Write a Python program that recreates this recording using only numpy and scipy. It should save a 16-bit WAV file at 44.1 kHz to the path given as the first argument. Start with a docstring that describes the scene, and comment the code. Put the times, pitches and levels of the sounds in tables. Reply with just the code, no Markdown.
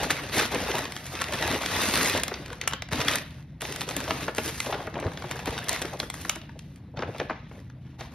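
"""A small kitchen: hands rummage in a large paper carrier bag on the counter, lift out three small bags
and put the carrier aside. Paper sliding on paper hisses and crinkles, creases snap, stiff panels buckle
with hollow pops or slow flaps, and full bags thump down. The walls answer over a low ventilation hum,
and the paper is heard from nearby, with a wide stereo treble."""
import sys
import numpy as np
from scipy import signal
from scipy.fft import rfft, irfft, next_fast_len
from scipy.io import wavfile
from scipy.ndimage import uniform_filter1d, map_coordinates

SR = 44100
rng = np.random.default_rng(int(sys.argv[2]) if len(sys.argv) > 2 else 0)


def waveform_to_disk(signal):
    """Save audio, clipped to [-1, 1], as 16-bit WAV at the path in sys.argv[1]."""
    frames = np.transpose(np.atleast_2d(signal))
    scaled = np.clip(frames, -1, 1) * 32767
    samples = np.round(scaled).astype(np.int16)
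    wavfile.write(sys.argv[1], SR, samples)


N = 358974
SCATTER_DB = 6.5  # level spread of the lesser snaps and pops, either way


def handling():
    """How hard the hands work the paper: dB curves that drive panel flutter, crinkle and hiss."""
    # strokes of paper on paper, with flutter and hiss relative to the crinkle:
    # start_s, length_s, crinkle_db, swell_db, flutter_db, hiss_db
    strokes = [ (-0.02, 0.063, -33.5, 1, 2, -7.5), (0.089, 0.31, -39.5, -14, 0, -8),
               (0.314, 0.058, -31, 5, -2.5, -4), (0.365, 0.038, -26.5, 1.5, -2.5, -7),
               (0.499, 0.32, -35, -2, 2, -8), (0.885, 0.12, -47.5, 2.5, -1.5, -3),
               (1.028, 0.1, -45, 1, -1, -2), (1.123, 0.25, -41, -2, 0.5, -7),
               (1.309, 0.24, -33.5, 5.5, 0, -8.5), (1.595, 0.22, -32.5, 10, -3.5, -5),
               (1.8, 0.18, -30.5, 4, -1.5, -2.5), (1.937, 0.16, -29.5, 1, -3.5, -3),
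               (2.118, 0.048, -32.5, 2, 3.5, -9.5), (2.24, 0.36, -50, -16.5, 2, -8.5),
               (2.486, 0.055, -48, -5, 7, -11.5), (2.603, 0.14, -48, -10.5, -1, -24),
               (2.906, 0.046, -34.5, 1, 1.5, -7.5), (2.964, 0.055, -35, 6.5, 0, -9),
               (3.057, 0.096, -31.5, -4, -1.5, -6.5), (3.226, 0.16, -58, 3.5, -6, -8),
               (3.602, 0.23, -41, -6, -1, -5), (3.865, 0.4, -39.5, 1, 1, -5.5),
               (4.35, 0.33, -44, -0.5, -5, 1), (4.44, 0.012, -34.5, 3, 1.5, -1),
               (4.637, 0.22, -44, -5.5, 5, -9.5), (4.92, 0.14, -48.5, 4.5, 10, -13.5),
               (5.075, 0.34, -46.5, 5.5, 2.5, -9), (5.451, 0.26, -41, -11, 1, -9.5),
               (5.673, 0.07, -37, 10, -2, -7.5), (5.803, 0.14, -45.5, -5.5, 2, -5.5),
               (5.983, 0.045, -47, -6, 7, 1.5), (6.12, 0.19, -48, 1, -0.5, -0.5),
               (6.4, 0.23, -64, -15, -1, -12), (6.573, 0.19, -65.5, -1.5, -3, -4.5),
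               (6.958, 0.1, -49.5, -7, 11.5, -20.5), (7.06, 0.15, -52.5, 11, 3.5, -11.5),
               (7.28, 0.23, -56, -18, -4, -40), (7.475, 0.11, -59.5, 4, 3.5, -7.5),
               (7.798, 0.13, -66, 3.5, 1, -13), (7.981, 0.012, -43, 1.5, 2, -10.5),
               (8.1, 0.05, -57.5, 3, 8, -5.5)]
    # paper barely stirring between strokes: flutter_db, crinkle_db, hiss_db
    rest_db = [-62.5, -70.5, -88]
    attack_s, release_t60_s = 0.021, 0.33  # a stroke takes hold quickly; the paper settles after it
    power = np.zeros((3, N))
    for start, length, crinkle_db, swell_db, flutter_db, hiss_db in strokes:
        span = np.arange(max(0, int(start * SR)), min(N, int((start + length + release_t60_s) * SR)))
        t = span / SR - start
        hold = amp(crinkle_db + swell_db * (np.minimum(t / length, 1) - .5))
        release = amp(-60 * np.maximum(t - length, 0) / release_t60_s)
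        envelope = np.clip(t / attack_s, 0, 1) * hold * release
        power[:, span] += (amp([[flutter_db], [0], [hiss_db]]) * envelope) ** 2
    return 10 * np.log10(power + amp(rest_db)[:, None] ** 2)


def rustle(levels):
    """Paper slides on paper: the same slips make panels flutter, wrinkles crinkle and fibres hiss."""
    # boxy tone of the panels: freq_hz, gain_db
    panel_eq = [(25, -33.5), (60, 10), (130, 4.5), (215, 2.5), (285, 4.5), (370, -1), (600, 1), (1000, -3),
                (1500, -6), (2200, -20.5), (4000, -76)]
    # midrange bite of the wrinkles: freq_hz, gain_db
    crinkle_eq = [(300, -43), (900, 2.5), (1500, 1.5), (2000, 5.5), (2300, 1), (2600, 3), (3100, -1.5),
                  (3800, 0.5), (4700, -9), (5900, -6), (7000, -19), (9000, -34), (15000, -57.5)]
    # airy top of the fibres: freq_hz, gain_db
    hiss_eq = [(2500, -34.5), (5000, 1.5), (7400, 3), (10000, -1.5), (12300, -2), (15500, -1.5)]
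    panel_db, crinkle_db, hiss_db = levels
    grip_db = 1.46 * wobble(55)  # the sheets catch and let go
    slips = unit(crackle(per_s=570, spread_db=0, t60_s=.082, smooth=.84))
    ticks = amp(-7.5) * unit(crackle(per_s=130, spread_db=3, t60_s=.012))
    prickles = amp(-3) * unit(crackle(per_s=110, spread_db=3.2, t60_s=.006))
    facets = unit(flutter(per_s=420, pitch_hz=665, scatter=.586, cycles=14.7, spread_db=6.5))
    creases = unit(flutter(per_s=350, pitch_hz=2550, scatter=.482, cycles=13, spread_db=29))
    crunch = slips + ticks + .5 * prickles + .15 * creases
    panels = amp(panel_db + grip_db) * unit(coloured(facets + .81 * slips, panel_eq))
    wrinkles = amp(crinkle_db + grip_db) * unit(coloured(crunch, crinkle_eq))
    fibres = amp(hiss_db + grip_db + 3) * unit(coloured(slips + ticks + prickles, hiss_eq))
    return crumple(panels + wrinkles + fibres, depth_db=2.17)


def crackle(per_s, spread_db, t60_s, smooth=0):
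    """Tiny random slips, each a short burst of noise, over a smooth share of sliding."""
    when, strength = rng.random((int(per_s * N / SR), 2)).T
    sizes = amp(spread_db * np.minimum(-np.log(1 - strength), 4))
    slips = np.bincount((when * N).astype(int), sizes ** 2, N)
    decay = amp(-60 / (t60_s * SR)) ** 2
    power = signal.lfilter([1], [1, -decay], slips)
    return np.sqrt(power / power.mean() + smooth) * rng.standard_normal(N)


def flutter(per_s, pitch_hz, scatter, cycles, spread_db, size=900):
    """Many small facets flip over, each ringing for a few cycles at its own pitch."""
    when, strength = np.hsplit(rng.random((int(per_s * N / SR), 2)), 2)
    hz = pitch_hz * np.exp(scatter * rng.standard_normal(when.shape))
    turns = hz * np.arange(size) / SR
    grains = amp(spread_db * strength - 60 * turns / cycles) * np.sqrt(hz) * np.sin(2 * np.pi * turns)
    where = (when * N).astype(int) + np.arange(size)
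    return np.bincount(where.ravel(), grains.ravel(), N)[:N]


def crumple(x, depth_db, size=512):
    """The crumpled sheet keeps changing shape, so short-lived resonances come and go."""
    spectrum = signal.stft(x, nperseg=size)[2]
    patches = uniform_filter1d(rng.standard_normal(spectrum.shape), size=3, axis=0)
    patches = uniform_filter1d(patches, size=5, axis=1)
    return signal.istft(spectrum * amp(depth_db * unit(patches)), nperseg=size)[1][:len(x)]


def snaps(levels):
    """Creases snap through, each with its own balance of hollow body, crack and bright edge."""
    # the loudest creases, with body and edge relative to the crack: start_s, level_db, body_db, edge_db
    accents = [(0.032, -30.5, -3, -2.5), (0.098, -36, 5, -13), (0.104, -24.5, -1, -5),
               (0.108, -24, -15, -4.5), (0.114, -32.5, 4, 0), (0.295, -37, -1, -10.5),
               (0.391, -25.5, 2.5, -10), (0.399, -27, 0.5, -12), (0.411, -36, 4, -11.5),
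               (0.546, -27.5, -4, -6.5), (0.602, -35.5, -8, -8), (0.715, -28.5, -5, -15),
               (0.753, -29.5, -3, -5), (0.783, -30.5, 1.5, -4.5), (0.789, -32, -1, -3),
               (0.853, -33, -2, -13.5), (0.921, -33.5, -5, -4), (0.964, -32.5, -1.5, -10),
               (0.974, -39, -12, -10), (1.055, -42, 0, -5), (1.067, -41.5, -4, -2), (1.152, -33, -16, -14),
               (1.212, -30, 0.5, -15.5), (1.217, -28, 4, -0.5), (1.24, -30.5, -4, -9),
               (1.284, -33, -8, -11.5), (1.323, -34.5, 2, -4), (1.335, -30.5, 0.5, -5),
               (1.424, -26.5, -5, -8.5), (1.427, -36, 0.5, -10), (1.476, -30.5, 1, -2.5),
               (1.514, -31, -0.5, -11), (1.525, -35, -8, -4.5), (1.544, -38.5, -4, -7),
               (1.636, -38.5, 7.5, -19.5), (1.66, -23.5, -6, -9.5), (1.938, -24, -0.5, -9.5),
               (1.955, -24.5, -2, -3.5), (1.964, -30.5, 2.5, -10.5), (2.01, -26, 2, -14),
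               (2.058, -23.5, -20, -10.5), (2.096, -24.5, -11, -7.5), (2.129, -35.5, 4, -14.5),
               (2.175, -29.5, -3, -2), (2.198, -37.5, -6, 1.5), (2.234, -25.5, -4.5, 0),
               (2.28, -30, -2, -2.5), (2.34, -30.5, -6, -26), (2.46, -38.5, -4.5, -11.5),
               (2.48, -47.5, 3, -7), (2.502, -43.5, 6, -13), (2.529, -41.5, 4.5, -2),
               (2.613, -27, -10.5, -10), (2.637, -40, 2.5, -11), (2.675, -24.5, 1, -1),
               (2.677, -27.5, -5, 0.5), (2.71, -38, 1, -13), (2.724, -38.5, 4, -17.5),
               (2.734, -27.5, -3, -7), (2.821, -29.5, -4.5, -15), (2.887, -43, 2, -12),
               (2.916, -38, 3, -14), (2.924, -33, 2.5, -9), (2.931, -26, -9, -8.5), (2.974, -39.5, -6, -15),
               (3.003, -27.5, -1, -10.5), (3.014, -25.5, -4, -10), (3.083, -20.5, -4.5, -9),
               (3.112, -30.5, 0.5, -3.5), (3.135, -26.5, -11, -13.5), (3.156, -24, -7, -1),
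               (3.184, -33, -11, -5.5), (3.608, -36, -3.5, -5.5), (3.618, -34, -2, -1.5),
               (3.651, -31.5, -5, -20), (3.723, -34, -5, -4.5), (3.76, -34, -1, -1),
               (3.808, -28.5, -27, -8), (3.815, -29.5, -1.5, -8), (3.889, -31.5, -2, -4),
               (3.909, -34.5, -5.5, -10.5), (3.965, -30, -1.5, 3.5), (4.003, -34, 1, -3),
               (4.011, -37, 0, -11), (4.078, -35.5, 2.5, -21), (4.107, -24.5, 0, -17),
               (4.28, -38, 8.5, -18), (4.348, -39, -4, -0.5), (4.382, -26, -25, -7),
               (4.478, -35, -12, -0.5), (4.602, -24, -6, -5), (4.661, -34, -7, -13), (4.725, -38, 7, -26),
               (4.743, -39, 6, -19.5), (4.803, -49, 11, -17), (4.869, -40.5, -3, -12),
               (4.941, -42.5, 4, -24), (5, -39.5, -14, -3), (5.024, -46, 2, -25), (5.04, -47, 11, -18),
               (5.066, -43.5, 8, -17), (5.117, -45.5, 5, -11), (5.134, -46, -1, -7), (5.173, -36, -2, -21),
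               (5.222, -40, 5, -13), (5.311, -30, -1.5, -5.5), (5.318, -35, 1, -7.5), (5.357, -50, 12, 2),
               (5.391, -38.5, 2, -9), (5.457, -35, 0, -0.5), (5.506, -38, -1, -4.5),
               (5.578, -31, -0.5, -9.5), (5.586, -37, 3.5, -3.5), (5.642, -42.5, -10, 0),
               (5.684, -28.5, -3.5, -4.5), (5.692, -26.5, -4, 2), (5.729, -34.5, -8, 4),
               (5.761, -32, -0.5, -10), (5.791, -50, 0, 2.5), (5.817, -32, -4, 0.5),
               (5.822, -30.5, -11, -5.5), (5.853, -33.5, -18, -11.5), (5.934, -44, 1, -6),
               (5.971, -46.5, -7, -13), (6, -25.5, -5.5, -7), (6.03, -44.5, 4, -9), (6.1, -32, -3.5, -1.5),
               (6.14, -43, 7, 2.5), (6.249, -36.5, 5.5, -10), (6.295, -23, -4, -1.5),
               (6.354, -43.5, 1, -2.5), (6.358, -38.5, -3, -3.5), (6.415, -43.5, -7, -20),
               (6.492, -55, 12, -29), (6.591, -42.5, -8, -6.5), (6.759, -55, -16, -1.5),
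               (6.972, -40, 1.5, -36), (6.991, -39, 2, -36), (7.022, -36.5, 4, -24),
               (7.182, -42.5, -8, -4.5), (7.199, -32.5, 3.5, -32), (7.297, -44, 16.5, -30),
               (7.699, -54.5, 5.5, -15), (8.008, -40, 1, -19)]
    # hollow body: freq_hz, gain_db
    body_eq = [(150, -18.5), (500, -5), (1000, 3), (1700, 6.5), (2400, -8.5), (5000, -56)]
    # midrange crack: freq_hz, gain_db
    crack_eq = [(700, -29), (1600, 2), (2100, 4.5), (3800, 1.5), (4800, -2), (6000, 0), (7500, -12),
                (11000, -61)]
    # bright edge: freq_hz, gain_db
    edge_eq = [(3500, -45), (6000, 3.5), (7500, 12.5), (10000, 0.5), (12300, -1.5), (15500, 3.5)]
    out, t = np.zeros(N), np.arange(SR // 10) / SR
    lesser = [(start, crinkle - 3.5 + scatter, -1 + SCATTER_DB * draw, hiss - crinkle)
              for start, _, crinkle, hiss, scatter, draw in chance_moments(levels, per_s=12)]
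    for start, level_db, body_db, edge_db in accents + lesser:
        burst = snap_burst(t, rise_s=.0012, ring_db=-14, ring_t60_s=.045, ripple_db=2.1)
        tick = snap_burst(t, rise_s=.0009, ring_db=-19, ring_t60_s=.05, ripple_db=2.5)
        body = amp(body_db) * held(coloured(burst, body_eq), .0065)
        crack = held(coloured(burst, crack_eq), .0058)
        edge = amp(edge_db) * held(coloured(tick, edge_eq), .017)
        add(out, start, amp(level_db) * (body + crack + edge))
    return out


def snap_burst(t, rise_s, ring_db, ring_t60_s, ripple_db, count=40):
    """A crease gives way in milliseconds; the sheet shivers on, with resonances set by its folds."""
    envelope = t / rise_s * np.exp(1 - t / rise_s) + amp(ring_db - 60 * t / ring_t60_s)
    folds = np.column_stack([np.geomspace(600, 15000, count), ripple_db * rng.standard_normal(count)])
    return coloured(envelope * rng.standard_normal(len(t)), folds)


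def buckles(levels, count=14):
    """A panel pops through and rings in a cluster of modes round its pitch, with a scuff of noise."""
    # the loudest panels buckling or being bumped: start_s, level_db, pitch_hz
    accents = [(0.105, -26, 520), (0.397, -24, 760), (0.544, -34.5, 790), (0.554, -23.5, 683),
               (0.697, -31, 620), (1.424, -34, 584), (1.509, -28.5, 518), (2.165, -30, 597),
               (1.99, -31, 290), (2.175, -29.5, 263), (2.315, -28, 484), (2.734, -31, 630),
               (2.822, -44.5, 480), (3.622, -35.5, 620), (4.107, -23.5, 673), (4.282, -24, 640),
               (4.381, -21, 673), (4.384, -27.5, 274), (4.664, -30, 402), (4.725, -24.5, 897),
               (4.741, -30, 834), (4.873, -29.5, 474), (4.954, -31.5, 713), (4.987, -31, 520),
               (5.025, -28.5, 505), (5.24, -30.5, 480), (5.476, -27, 530), (5.816, -30.5, 484),
               (5.847, -30.5, 442), (6.001, -41, 626), (6.028, -31.5, 423), (6.255, -40, 735),
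               (6.297, -41, 684), (6.362, -34.5, 406), (7.023, -28, 600), (7.031, -29, 553),
               (7.147, -37, 635), (7.199, -25, 570), (7.213, -33.5, 600), (7.298, -28.5, 680),
               (7.305, -25.5, 600), (7.512, -42.5, 544), (8.012, -37, 514)]
    typical_hz, spread_octaves, ring_cycles = 600, .39, 26
    out, t = np.zeros(N), np.arange(SR // 6) / SR
    lesser = [(start, panel - 7.5 + scatter, typical_hz * 2 ** (spread_octaves * draw))
              for start, panel, _, _, scatter, draw in chance_moments(levels, per_s=5)]
    for start, level_db, hz in accents + lesser:
        modes_hz = hz * np.exp(np.linspace(-.8, .85, count) + .078 * rng.standard_normal(count))
        lag_cycles = rng.uniform(0, 2.305, (count, 1))  # slow, low bending waves tend to arrive last
        turns = np.maximum(modes_hz[:, None] * t - lag_cycles, 0)
        strength = np.hanning(count + 2)[1:-1] * rng.choice([-1, 1], count)
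        ring = strength @ (np.sin(2 * np.pi * turns) * amp(-60 * turns / ring_cycles))
        push = (1 - np.exp(-t / .00095)) * amp(-60 * t / .058) * rng.standard_normal(len(t))
        scuff = coloured(push, [(hz / 7, -16), (hz / 2.1, -2), (hz * .85, -1),
                                (hz * 4.3, -7), (hz * 6, -22), (hz * 16, -48)])
        add(out, start, amp(level_db) * (held(ring, .0036) + held(scuff, .0037)))
    return out


def flaps(count=13):
    """A panel flaps through slowly: its boxy modes swell and die, falling in pitch as it slackens."""
    # slow panel flaps: start_s, length_s, level_db, first_pitch_hz
    cues = [(0.527, 0.047, -33.5, 785), (0.677, 0.035, -37, 621), (0.735, 0.034, -33, 760),
            (4.686, 0.03, -33.5, 688), (4.741, 0.027, -34.5, 600), (4.796, 0.016, -41, 726),
            (4.962, 0.021, -33.5, 804), (5.041, 0.042, -33.5, 642), (5.927, 0.037, -36.5, 875),
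            (6.933, 0.029, -49, 706), (6.991, 0.02, -37, 500), (7.074, 0.037, -38, 722),
            (7.15, 0.028, -43.5, 726), (7.208, 0.018, -29.5, 700), (6.552, 0.028, -50.5, 680)]
    fall_octaves, mode_spacing = .83, .14
    out = np.zeros(N)
    for start, length, level_db, hz in cues:
        progress = np.linspace(0, 1, int(length * SR))
        turns = np.cumsum(hz * 2 ** (-fall_octaves * progress)) / SR
        steps = np.arange(count) - count // 2 + .42 * rng.standard_normal(count)
        ratios = np.exp(mode_spacing * steps)[:, None]
        modes = np.sin(2 * np.pi * (ratios * turns + rng.random((count, 1))))
        ring = np.hanning(count + 2)[1:-1] @ modes
        add(out, start, amp(level_db) * unit(ring * np.sin(np.pi * progress)))
    return out


def taut_folds(attack_s=.00041):
    """A fold pulled taut sounds one short papery note."""
    # creases that ring as they snap: start_s, level_db, pitch_hz, t60_s
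    cues = [(0.104, -14, 1720, .025), (0.107, -13, 4020, 0.014), (1.423, -17, 1920, 0.031),
            (2.676, -19, 6100, 0.023), (3.083, -9.5, 3380, 0.017), (3.156, -18, 2040, 0.028),
            (6.0, -13.5, 4100, 0.013), (6, -28, 3300, .014), (6.295, -15, 2200, 0.017),
            (6.294, -14, 5940, 0.017)]
    out, t = np.zeros(N), np.arange(SR // 16) / SR
    for start, level_db, hz, t60 in cues:
        envelope = amp(level_db - 60 * t / t60) * (1 - np.exp(-t / attack_s))
        add(out, start, envelope * np.sin(2 * np.pi * hz * t))
    return out


def thumps(boost_db=2.5):
    """A soft weight lands: a few low cycles that die at once."""
    # bags and their contents landing: start_s, level_db (before the boost), pitch_hz, t60_s
    landings = [(2.924, -13, 155, 0.035), (2.993, -20, 123, 0.054), (5.059, -18.5, 94, 0.096),
                (5.494, -24, 70.3, 0.074), (6.977, -22.5, 124, 0.049), (7.087, -28.5, 116, 0.1),
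                (7.206, -34, 130, 0.06)]
    out, t = np.zeros(N), np.arange(SR // 4) / SR
    contact = (1 - np.exp(-t / .0019)) ** 2
    for start, level_db, hz, t60 in landings:
        envelope = amp(level_db + boost_db - 60 * t / t60) * contact
        add(out, start, envelope * np.sin(2 * np.pi * hz * t))
    return out


def kitchen(x, predelay_s, count=6):
    """Cupboards and walls answer; a different tail every quarter second suggests the bags moving."""
    # the room's decay: freq_hz, t60_s
    decay = [(150, 0.31), (1000, 0.39), (3500, 0.45), (8000, 0.095), (15000, 0.31)]
    # stereo width of the reflections, side relative to mid: freq_hz, side_db
    width = [(60, -29.5), (300, -14), (700, -13), (1300, -0.5), (2200, -5.5), (4500, -2.5), (8000, -14),
             (14000, -17.5)]
    wet, quarter = np.zeros((2, N)), np.arange(N) * 4 // SR
    for k in range(count):
        hz, t, noise = signal.stft(rng.standard_normal((2, SR // 2)), SR, nperseg=256)
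        tail = signal.istft(noise * amp(-60 * t / along(decay, hz)[:, None]), SR, nperseg=256)[1]
        tail = np.pad(tail / np.linalg.norm(tail[0]), ((0, 0), (int(predelay_s * SR), 0)))
        send = x * (quarter % count == k)
        wet += signal.fftconvolve(send[None], tail, axes=1)[:, :N]
    side = filtered(wet[1], lambda hz: amp(along(width, hz)))
    return np.array([wet[0] + side, wet[0] - side])


def ventilation(motor_hz=128.2, waver_hz=1.106):
    """A fan: a low rush of air and the slightly wavering tone of its motor."""
    # the rush of air: freq_hz, gain_db
    air_eq = [(20, -32), (40, -12), (62, 0), (95, 1.5), (112, -2.5), (150, 4), (190, -4), (280, -7.5),
              (400, -25.5), (800, -48.5), (2000, -36), (6000, -56), (15000, -52)]
    turns = np.cumsum(motor_hz + waver_hz * wobble(6)) / SR
    motor = unit(np.sin(2 * np.pi * turns) * amp(2.1 * wobble(3.26)))
    air = unit(coloured(rng.standard_normal(N), air_eq))
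    return amp(-44) * air + amp(-51.5) * motor


def chance_moments(levels, per_s):
    """Random moments when paper gives way: start_s, the three levels then, scatter_db, a draw in -1..1."""
    when, scatter, draw = rng.random((int(per_s * N / SR), 3)).T
    at = (when * N).astype(int)
    return zip(at / SR, *levels[:, at], SCATTER_DB * (2 * scatter - 1), 2 * draw - 1)


def amp(db):
    """Decibels to gain."""
    return 10 ** (np.asarray(db) / 20)


def unit(x):
    """Scaled to rms 1."""
    return x / np.sqrt(np.mean(x ** 2) + 1e-20)


def held(x, seconds):
    """A burst scaled to the energy of rms 1 held for the given time."""
    return x * np.sqrt(seconds * SR / np.sum(x ** 2))


def along(points, hz):
    """(freq_hz, value) points read on a log axis."""
    freqs, values = np.transpose(points)
    return np.interp(np.log(hz + 1), np.log(freqs + 1), values)


def wobble(per_s):
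    """A smooth random curve with per_s knots a second."""
    knots = rng.standard_normal(int(N * per_s / SR) + 4)
    return map_coordinates(knots, [np.arange(N) * per_s / SR])


def filtered(x, response):
    """x times a complex response of frequency."""
    size = next_fast_len(N + SR // 4)
    return irfft(rfft(x, size) * response(np.fft.rfftfreq(size, 1 / SR)), size)[..., :N]


def coloured(x, eq, size=4096):
    """x through a minimum-phase EQ of (freq_hz, gain_db) points, which keeps attacks sharp."""
    cepstrum = irfft(np.log(amp(along(eq, np.fft.rfftfreq(size, 1 / SR)))))
    cepstrum[1:size // 2] *= 2
    cepstrum[size // 2 + 1:] = 0
    return signal.fftconvolve(x, irfft(np.exp(rfft(cepstrum))))[:len(x)]


def add(track, start_s, x):
    """Mix x into the track at start_s."""
    span = track[max(0, round(start_s * SR)):][:len(x)]
    span += x[:len(span)]


def scene():
    """Paper up close with the room around it; broad sheets sound a little different left and right."""
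    # stereo width of the sliding sheets: freq_hz, side_db
    sheet_width = [(60, -40), (300, -23), (1300, -11.5), (2100, -21), (2600, -10), (4000, -15.5),
                   (4500, -1), (5300, -9.5), (6200, -9), (7000, -20.5), (7800, -42.5), (8800, -4),
                   (10600, -19), (11700, -27), (12800, -6), (14100, -6.5), (15000, -29.5)]
    levels = handling()
    sliding = rustle(levels)
    pops = snaps(levels) + buckles(levels) + flaps()
    notes = taut_folds()
    direct = amp(-.6) * sliding + pops + notes + thumps()
    side = filtered(rustle(levels), lambda hz: amp(along(sheet_width, hz)))
    room_send = amp(-12.5) * sliding + amp(-11) * pops + amp(-22) * notes
    return direct + np.array([side, -side]) + kitchen(room_send, predelay_s=.004) + ventilation()


def record(dry):
    """A left-right phase shift growing through the treble widens it; the mids lean left and both ends roll off."""
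    # left-right phase shift, growing with frequency, that widens the treble: freq_hz, shift_rad
    phase_shift = [(20, 0), (4100, 0), (5200, 1.3), (6100, 1.75), (7600, 3.14), (8300, 3.3), (9600, 4.65),
                   (11200, 6.2), (12400, 6.5), (14800, 9.3)]
    # left over right: freq_hz, gain_db
    balance = [(100, 0.2), (300, 1.4), (1300, 2.05), (2000, 0), (15000, 0)]
    # tone of both channels: freq_hz, gain_db
    colour = [(15, -16.5), (28, -5), (42, 0), (4000, -.5), (6300, -2), (7500, -2),
              (10000, -.5), (15000, -8.5)]
    sides, top_hz = np.array([[.5], [-.5]]), 15750

    def response(hz):
        gain = amp(along(colour, hz) + sides * along(balance, hz)) * (hz < top_hz)
        return gain * np.exp(1j * sides * along(phase_shift, hz))

    return filtered(dry, response)


dry = scene()
out = record(dry)
waveform_to_disk(out)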